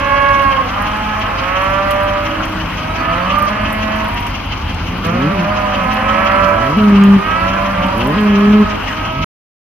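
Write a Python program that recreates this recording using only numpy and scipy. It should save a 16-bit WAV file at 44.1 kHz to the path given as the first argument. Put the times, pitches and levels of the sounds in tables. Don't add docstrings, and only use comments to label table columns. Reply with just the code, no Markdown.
import sys
import numpy as np
from scipy import signal
from scipy.io import wavfile
from scipy.ndimage import uniform_filter1d

SR = 44100
rng = np.random.default_rng(int(sys.argv[2]) if len(sys.argv) > 2 else 0)


def wav_out(sig):
    wavfile.write(sys.argv[1], SR, np.round(np.clip(np.atleast_2d(sig).T, -1, 1) * 32767).astype(np.int16))


def level_to_linear(level):
    exponent = np.asarray(level, float) / 20
    return 10 ** exponent


N = 428211
TIME = np.arange(N) / SR
END_S = 9.2445
ENGINE_CYCLE_HZ, ENGINE_START_CYCLES = 5.741, .94
LEFT_RIGHT = np.array([[1], [-1]])


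def at_hz(points, hz):
    point_hz, value = np.transpose(points)
    return np.interp(np.log(hz), np.log(point_hz), value)


def bandpass(x, low_hz, high_hz, order=2):
    return signal.sosfilt(signal.butter(order, [low_hz, high_hz], "band", fs=SR, output="sos"), x)


def drift(rate_hz, size):
    r = np.exp(-80 * np.pi * rate_hz / SR)
    white = rng.standard_normal(max(size, 2 * SR) // 40 + 1002)
    slow = signal.lfilter([1], [1, -2 * r, r * r], white)[500:]
    return np.interp(np.arange(size) / 40, np.arange(len(slow)), slow / slow.std())


def banded_noise(spectrum, gate_db, patchy_db, extra_width_db):
    # (frequency [Hz], side minus mid [dB])
    width = [(60, -14), (180, -20), (550, 0), (1650, -11), (4970, 4), (15000, -0.5)]
    # (frequency [Hz], left minus right [dB])
    balance = [(60, 0.5), (240, -2), (950, 2.5), (3770, 2), (15000, 3)]
    out = 0
    edges_hz = 100 * 2 ** np.arange(0, 7.4, 1 / 3)
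    white = rng.standard_normal((2, 2, N))
    for k, (low_hz, high_hz) in enumerate(zip(edges_hz, edges_hz[1:])):
        mid, side = bandpass(white[k % 2], low_hz, high_hz, 3)
        hz = np.sqrt(low_hz * high_hz)
        gain = level_to_linear(at_hz(spectrum, hz) + gate_db(hz) + patchy_db * drift(10.3, N))
        lean = level_to_linear(at_hz(balance, hz) / 2 * LEFT_RIGHT)
        side_gain = level_to_linear(at_hz(width, hz) + extra_width_db)
        out = out + gain * lean * (mid + side_gain * side * LEFT_RIGHT)
    return out / out.mean(axis=0).std()


def moo(tract, voice, tone, aside, rows):
    # (frequency [Hz], left minus right [dB])
    right_lean = [(200, .8), (400, .1), (600, -4.5), (830, -1.5), (1000, -6), (1250, -6), (1550, -10),
                  (2300, -6)]
    # (frequency [Hz], lag [rad])
    lag = [(200, .08), (400, .6), (600, 1), (850, 1.3), (1150, .9), (1400, 1.5), (1520, 2.5), (1750, .3),
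           (2300, .1)]
    dulling_db = 8
    (first, second, rough, *octave), (hum_db, bright_db) = voice, tone
    s, pitch_hz, lower_db, upper_db = np.transpose(rows)
    span = slice(round(s[0] * SR), round(s[-1] * SR))
    t, out = TIME[span], np.zeros((2, N))
    smooth_hz = uniform_filter1d(np.interp(t, s, pitch_hz), 900, mode="nearest")
    phase = 2 * np.pi * np.cumsum(smooth_hz * (1 + .02 * rough * drift(25, len(t)))) / SR
    since_s = t - s[0] + (s[0] == 0)
    left_s = s[-1] - t + (s[-1] > END_S - .02)
    edge = np.clip(np.minimum(since_s, left_s) / .03, 0, 1)
    closing_db = dulling_db * ((s - s[0]) / (s[-1] - s[0])) ** 2
    lower = lower_db - at_hz(tract, first * pitch_hz)
    upper = upper_db - at_hz(tract, second * pitch_hz)
    step = 1 + len(octave)
    for k in range(step, 19, step):
        if k * pitch_hz.max() > 3400:
            break
        effort_db = lower + (upper - lower) * np.clip((k - first) / (second - first), 0, 1)
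        colour_db = at_hz(tract, k * pitch_hz) + hum_db * (k == 1) - 15 * (1 < k < first)
        colour_db = colour_db + (bright_db - closing_db) * (k > second)
        level = np.sqrt(2) * level_to_linear(np.interp(t, s, effort_db + colour_db)) * edge
        level *= 1 + rough ** .5 * (.3 * drift(6, len(t)) + .55 * drift(45, len(t)))
        hz = k * np.median(pitch_hz)
        ears = level_to_linear(aside * at_hz(right_lean, hz) * np.array([.5, -.5]))
        ears = ears * np.exp(-.5j * aside * at_hz(lag, hz) * np.array([1, -1]))
        ears = ears[:, None] / abs(ears.mean())
        out[:, span] += level * np.imag(ears * np.exp(1j * (k * phase + k * k)))
    return out


def arch(share, top, rise, fall, rise_bend, fall_bend):
    top = np.clip(top, .02, .98)
    early = np.maximum(1 - share / top, 0)
    late = np.maximum((share - top) / (1 - top), 0)
    return -rise * early ** rise_bend - fall * late ** fall_bend


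def herd_call(event, pitch, tone):
    sag_bend, swell_bend, fade_bend = 2.7, 2.3, 2.2
    s, length_s, lower_db, upper_db, loudest = event
    from_hz, top_hz, end_hz, top, bend = pitch
    *_, swell_db, fade_db, trail = tone
    share = np.linspace(0, 1, 25)
    hz = top_hz + arch(share, top, top_hz - from_hz, top_hz - end_hz, bend, sag_bend)
    lower = lower_db + arch(share, loudest, swell_db, fade_db, swell_bend, fade_bend)
    upper = upper_db + arch(share, loudest + trail, swell_db, fade_db, swell_bend, fade_bend)
    return np.transpose([s + length_s * share, hz, lower, upper])


def herd():
    # (start [s], length [s], lower overtone [dB], upper overtone [dB], loudest at [share])
    events = [(0, .64, -28, -14, .45), (0, 0.71, -23.5, -26, 0.25), (.55, .8, -36, -27.5, .62),
              (1.052, 0.72, -34, -31, 0.17), (1.269, 1.31, -20, -21.5, .52), (1.88, 0.57, -48, -38, 0.66),
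              (2.097, .58, -38, -46, 0.88), (2.72, 0.57, -29.5, -29, 0.58), (2.981, 0.27, -37, -23.5, .4),
              (3.219, .33, -32.5, -17, 0.6), (3.02, 0.75, -28, -26, 0.39), (3.46, .69, -27, -33, .8),
              (3.88, .43, -48, -27, .65), (5.03, 0.86, -24, -27, .45), (5.251, 1.53, -27.5, -24, .35),
              (5.721, 0.71, -32, -30.5, 0.42), (5.98, .97, -27, -22.5, .48), (5.959, 0.77, -20.5, -24, .55),
              (6.899, .4, -37, -26, .35), (7.14, .66, -26.5, -19, .75), (7.219, 0.84, -25.5, -26.5, 0.59),
              (7.74, 0.4, -28, -26.5, .7), (8.1, 0.68, -31.5, -27.5, 0.45), (8.8, 0.45, -31, -26.5, 1)]
    # (start [Hz], top [Hz], end [Hz], top at [share of length], bend of rise [1 = straight])
    pitches = [(267, 276, 265, .32, 2.1), (283.3, 284, 232, .25, 1.9), (164.5, 213.5, 204, .55, 1.9),
               (210.2, 222, 223, .7, 2.1), (164.7, 197.3, 167, .6, 2.6), (208.3, 211.8, 206.8, 0.405, 2.15),
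               (313.4, 316.8, 316.4, 0.78, 1.3), (303, 338, 340, .9, 1.5), (245, 254.2, 280, .68, 1.29),
               (296.5, 298, 293, .7, 1.46), (154.8, 206.6, 170, .72, 1.4), (211.7, 215.5, 180, .85, 4.95),
               (228.7, 240, 228.5, .75, 1.5), (159.2, 205, 168, .62, 1.9), (229, 258, 243.5, .65, 2.5),
               (210.5, 214, 213.4, 0.51, 1.5), (318, 331.3, 311, .52, 1.6), (173, 194, 177, .6, 2.1),
               (201.5, 201, 196.5, .1, 2.1), (295, 341, 380, 0.96, 2.5), (162, 196.5, 174, .7, 2.6),
               (171.3, 206, 240, 0.96, 1.1), (206.8, 213, 199.4, .75, 4), (300, 322.3, 322.3, 1, 2.2)]
    voices = [(2, 4, .03, 2), (2, 3, .05), (3, 4, .06), (3, 6, .1), (3, 6, .02), (3, 5, .1), (1, 4, .12),
              (2, 4, .15), (3, 5, .3), (2, 4, .3), (3, 6, .1), (3, 6, .03), (2, 4, .03), (3, 6, .22),
              (3, 5, .08), (3, 6, .06), (2, 4, .08), (3, 7, .06), (3, 6, .2), (2, 4, .12), (3, 6, .07),
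              (3, 5, .12), (3, 6, .07), (2, 4, .06)]
    # (fundamental hum [dB], top brightness [dB], swell [dB], fade [dB], upper trails by [share])
    tones = [(-13, -2.2, 10, 7, .01), (-7, -9, 3, 12, -0.058), (7, -11, 13, 3, .01),
             (-27, .2, -1, 21, 0.043), (-15, -1.5, 21, 27, -.22), (-9.5, 8, 15, 1.5, .01),
             (9, 3.5, 11, 12, -0.0028), (.6, -0.5, 15, 7, -0.18), (-4, -3, 2, 15, 0.12),
             (4, -11.5, 16, 23, .01), (2.5, -3.1, 16.5, 9.5, 0.052), (2.5, 10.5, 6, 21, .01),
             (-10, -19, 14, 7, -0.068), (2.2, 0, 9, 5, .15), (-12, -2.2, 18, 19, .37), (6, 5, 9, 3, .01),
             (-6, -2.5, 16, 7.5, 0.093), (-10, 2.2, 14, 13, -.15), (3, -2, 10, 12, .01),
             (-4, -2.5, 19, 33, -.48), (1.5, -.5, 15, 6, 0.13), (5, -14, 7, .3, -0.019),
             (5, 1.2, 3.5, 1, .01), (-6, -1.2, 15, -5, 0.049)]
    # (frequency [Hz], level [dB])
    throat = [(200, -0.5), (400, -14), (590, 0.5), (810, -12.5), (1000, -4), (1180, 1.5), (1350, 0.5),
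              (1470, -11.5), (1660, -5), (2000, -10), (2550, -9), (3500, -28)]
    return sum(moo(throat, voice, tone[:2], 1, herd_call(event, pitch, tone))
               for voice, tone, event, pitch in zip(voices, tones, events, pitches))


def trees(x, t60_s, dull_hz):
    t = np.arange(round(.8 * SR)) / SR
    tail = rng.standard_normal((2, len(t))) * level_to_linear(-60 * t / t60_s) * (t > .03)
    tail = bandpass(tail, 350, dull_hz)
    tail = tail / np.sqrt((tail ** 2).sum(axis=1, keepdims=True))
    return signal.fftconvolve(x, tail, axes=1)[:, :N]


def murmur():
    # (time [s], level [dB])
    swell = [(0.0, -19.5), (4.02, -20.5), (4.48, -26), (6.25, -18.5), (9.07, -20.5), (9.2, -54)]
    # (frequency [Hz], density [dB per Hz])
    colour = [(350, -44.5), (480, 4), (620, -6), (800, -4), (1150, 3.5), (1500, -1), (2200, -7.5),
              (3200, -37.5)]
    level = level_to_linear(np.interp(TIME, *np.transpose(swell)) - 5.5)
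    return level * banded_noise(colour, lambda hz: 0, 2.5, .1)


def exhaust():
    # (share of engine cycle [0-1], level [dB])
    puff_table = [(0.079, -0.5), (0.189, -1), (0.379, -6), (.62, -1), (0.743, -4), (0.858, -1.5)]
    # (frequency [Hz], level [dB], t60 [s])
    modes = [(27, -33, .2), (42, -22.5, 0.25), (75.4, -20.5, 0.17), (96.4, -22.5, 0.16), (177, -28, .1),
             (257.5, -26, 0.089)]
    cycles, puffs = np.arange(-3, 53)[:, None], np.zeros(N + SR)
    share, db = np.transpose(puff_table)
    at = ((cycles + ENGINE_START_CYCLES + share) / ENGINE_CYCLE_HZ * SR + SR).astype(int)
    puffs[at] = level_to_linear(db + 2.3 * rng.standard_normal(at.shape))
    out = 0
    for k, (hz, level_db, t60_s) in enumerate(modes):
        r, w = level_to_linear(-60 / (t60_s * SR)), 2 * np.pi * hz / SR
        ring = signal.lfilter([0, np.sin(w)], [1, -2 * r * np.cos(w), r * r], puffs)
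        out = out + (-1) ** k * level_to_linear(level_db) * ring
    return bandpass(out, 22, 400)[SR:]


def rumble():
    level_db, side_db = -40, -5
    mid, side = bandpass(rng.standard_normal((2, N)), 25, 110)
    return level_to_linear(level_db) / mid.std() * (mid + level_to_linear(side_db) * side * LEFT_RIGHT)


def rattle():
    # (share of engine cycle [0-1], level over steady rattle [dB], length [s])
    knocks = [(0.06, 5.2, 0.014), (0.336, 3.5, 0.005), (.59, 2, 0.0078), (.82, 0.3, 0.0091)]
    # (frequency [Hz], density [dB per Hz])
    colour = [(100, 4.5), (160, -0.5), (280, 3), (400, -14), (1000, -2), (2000, -19.5), (2600, 4),
              (3200, -20.5), (4000, -20.5), (5900, -29.5), (7000, -49), (8500, -60), (11500, -37.5),
              (15700, -43.5)]
    level_db = -25
    turn = TIME * ENGINE_CYCLE_HZ - ENGINE_START_CYCLES
    swell_db = 0
    for share, db, length_s in knocks:
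        from_knock_s = ((turn - share + .5) % 1 - .5) / ENGINE_CYCLE_HZ
        swell_db = swell_db + db * np.exp(-(from_knock_s / length_s) ** 2)
    swell_db = swell_db * (1 + 0.17 * drift(6.2, N))

    def gate_db(hz):
        return swell_db * np.interp(hz, [1500, 2880, 4200, 5840, 8260], [0.27, 1.39, 0.56, 1.59, .3])

    return level_to_linear(level_db) * banded_noise(colour, gate_db, 1.56, 0.11)


def rustle():
    # (time [s], peak [dB])
    snaps = [(0.8205, -34.5), (0.9692, -44), (.42, -38), (1.62, -39), (1.908, -28), (2.0328, -39.5),
             (2.4543, -37), (3.3852, -34.5), (3.4226, -31.5), (3.7259, -28.5), (3.9589, -39.5),
             (4.0841, -36), (4.142, -40.5), (4.2672, -35.5), (5.05, -40), (5.9414, -37), (7.04, -39),
             (7.9788, -35), (8.0701, -31), (8.2053, -42)]
    crackle_per_s, spread_s, calm = 130, .07, .3
    stir = calm + sum(level_to_linear((db + 32) / 2) * np.exp(-((TIME - s) / spread_s) ** 2) for s, db in snaps)
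    clicks = level_to_linear(-54 + 3.8 * np.minimum(rng.exponential(1, N), 5))
    clicks = clicks * (rng.random(N) < crackle_per_s * stir / SR)
    for s, db in snaps:
        clicks[round(s * SR)] = level_to_linear(db + 5.0)
    decay = signal.lfilter([1], [1, -np.exp(-1 / (0.0054 * SR))], clicks)
    burst = decay * rng.standard_normal((2, N))
    burst[1] = 0.607 * burst[0] + .5 * burst[1]
    return bandpass(burst, 9000, 16500, 4) * level_to_linear(2.5 * LEFT_RIGHT)


def twigs():
    # (time [s], peak [dB])
    cracks = [
        (1.9076, -28),
        (4.2667, -26),
        (4.7451, -28),
        (5.0489, -27),
        (7.0369, -21),
    ]
    ring_s = .003
    clicks = np.zeros(N)
    for s, db in cracks:
        clicks[round(s * SR)] = level_to_linear(db - 1.5)
    decay = signal.lfilter([1], [1, -np.exp(-1 / (ring_s * SR))], clicks + 1e-18)
    return bandpass(decay * rng.standard_normal(N), 3300, 8000) * level_to_linear(1.5 * LEFT_RIGHT)


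def near_call(event, effort):
    # (time before break [s], pitch [Hz], fundamental [dB], second overtone [dB])
    run_up = [(.87, 61.6, -34, -48), (.62, 80, -25, -43), (.41, 85, -32, -28.5), (.23, 102, -27.5, -26),
              (.115, 127, -25.5, -22), (.05, 150, -18, -20), (.016, 167, -18.5, -34)]
    break_hz, rest_hz, close_sag = 214, 200.5, .88
    settle_s, push_s, close_s = .19, .11, .05
    break_db, second_db, close_db = -2, -14.5, -17.5
    (s, jump, end, end_hz), (run_db, held_db, last_db, share_db) = event, effort
    before, *columns = np.transpose(run_up)
    times = np.linspace(s, jump - before[-1], 40)
    hz, first_db, upper_db = (np.interp(times, jump - before, c) for c in columns)
    rows = [*zip(times, hz, first_db + run_db, upper_db + run_db + share_db)]
    settled = jump + min(settle_s, (end - jump) / 2)
    held = [(jump, min(break_hz, 1.25 * end_hz), held_db + break_db),
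            (settled, min(rest_hz, end_hz), held_db)]
    for ahead_s in (push_s, close_s):
        if end - ahead_s > settled:
            held.append((end - ahead_s, end_hz, last_db))
    held.append((end, close_sag * end_hz, last_db + close_db))
    return rows + [(t, f, db, db + second_db + share_db) for t, f, db in held]


def near_cow():
    # (start [s], voice break [s], end [s], closing pitch [Hz])
    lows = [
        (4.451, 5.315, 5.5, 172),
        (6.369, 6.772, 7.215, 198.6),
        (7.931, 8.166, 8.67, 210),
        (9.028, 9.256, 9.4, 199.6),
        (2.45, 2.52, 2.98, 160),
    ]
    # (run-up [dB], settled [dB], closing [dB], second overtone's share [dB])
    efforts = [(1.5, -16, -19, 1.5), (-.3, -6, -5.5, -1.5), (-.3, -10.3, -6.2, 2.6), (-3, -11, -12, -9),
               (-30, -31, -30, -5)]
    # (frequency [Hz], level [dB])
    nose = [(80, 17.5), (200, 1.5), (420, -10), (520, -12), (640, -23.5), (1200, -36), (2000, -47),
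            (3500, -60)]
    return sum(moo(nose, (1, 2, .04), (0, 0), .15, near_call(*low)) for low in zip(lows, efforts))


def bird():
    # (start [s], length [s], start pitch [Hz], end pitch [Hz], level [dB])
    whistles = [(2.893, 0.033, 3800, 3920, -46), (2.97, .06, 4600, 4500, -45),
                (3.09, 0.039, 4600, 4580, -47), (3.2, 0.067, 4520, 4600, -48),
                (3.322, .05, 4500, 4570, -49), (3.44, .05, 4520, 4600, -52), (3.58, 0.039, 4520, 4520, -57),
                (3.666, 0.055, 4500, 4520, -52), (5.376, .04, 4430, 4200, -48),
                (5.5, 0.036, 4620, 4650, -49), (5.6, .09, 4640, 4620, -54), (5.737, 0.048, 4620, 4610, -51),
                (5.9, .05, 4200, 4310, -53)]
    out = np.zeros(N)
    for s, length_s, from_hz, to_hz, db in whistles:
        size, at = round(length_s * SR), round(s * SR)
        phase = 2 * np.pi * np.cumsum(np.linspace(from_hz, to_hz, size)) / SR
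        out[at:at + size] += level_to_linear(db) * 2.2 * np.hanning(size) ** 0.32 * np.sin(phase)
    return out


def scene():
    cattle = herd() + near_cow()
    echo = level_to_linear(-17.5) * trees(cattle, 0.94, 2500)
    engine = exhaust() + rumble() + rattle()
    return cattle + echo + murmur() + engine + rustle() + twigs() + bird()


def top_cut(x):
    return signal.sosfilt(signal.butter(12, 15740, fs=SR, output="sos"), x)


def record(dry):
    x = signal.sosfilt(signal.cheby2(12, 60, 16150, fs=SR, output="sos"), dry)
    mix = np.clip(x, -1, 1) * (TIME < END_S)
    return top_cut(mix)


dry = scene()
out = record(dry)
wav_out(out)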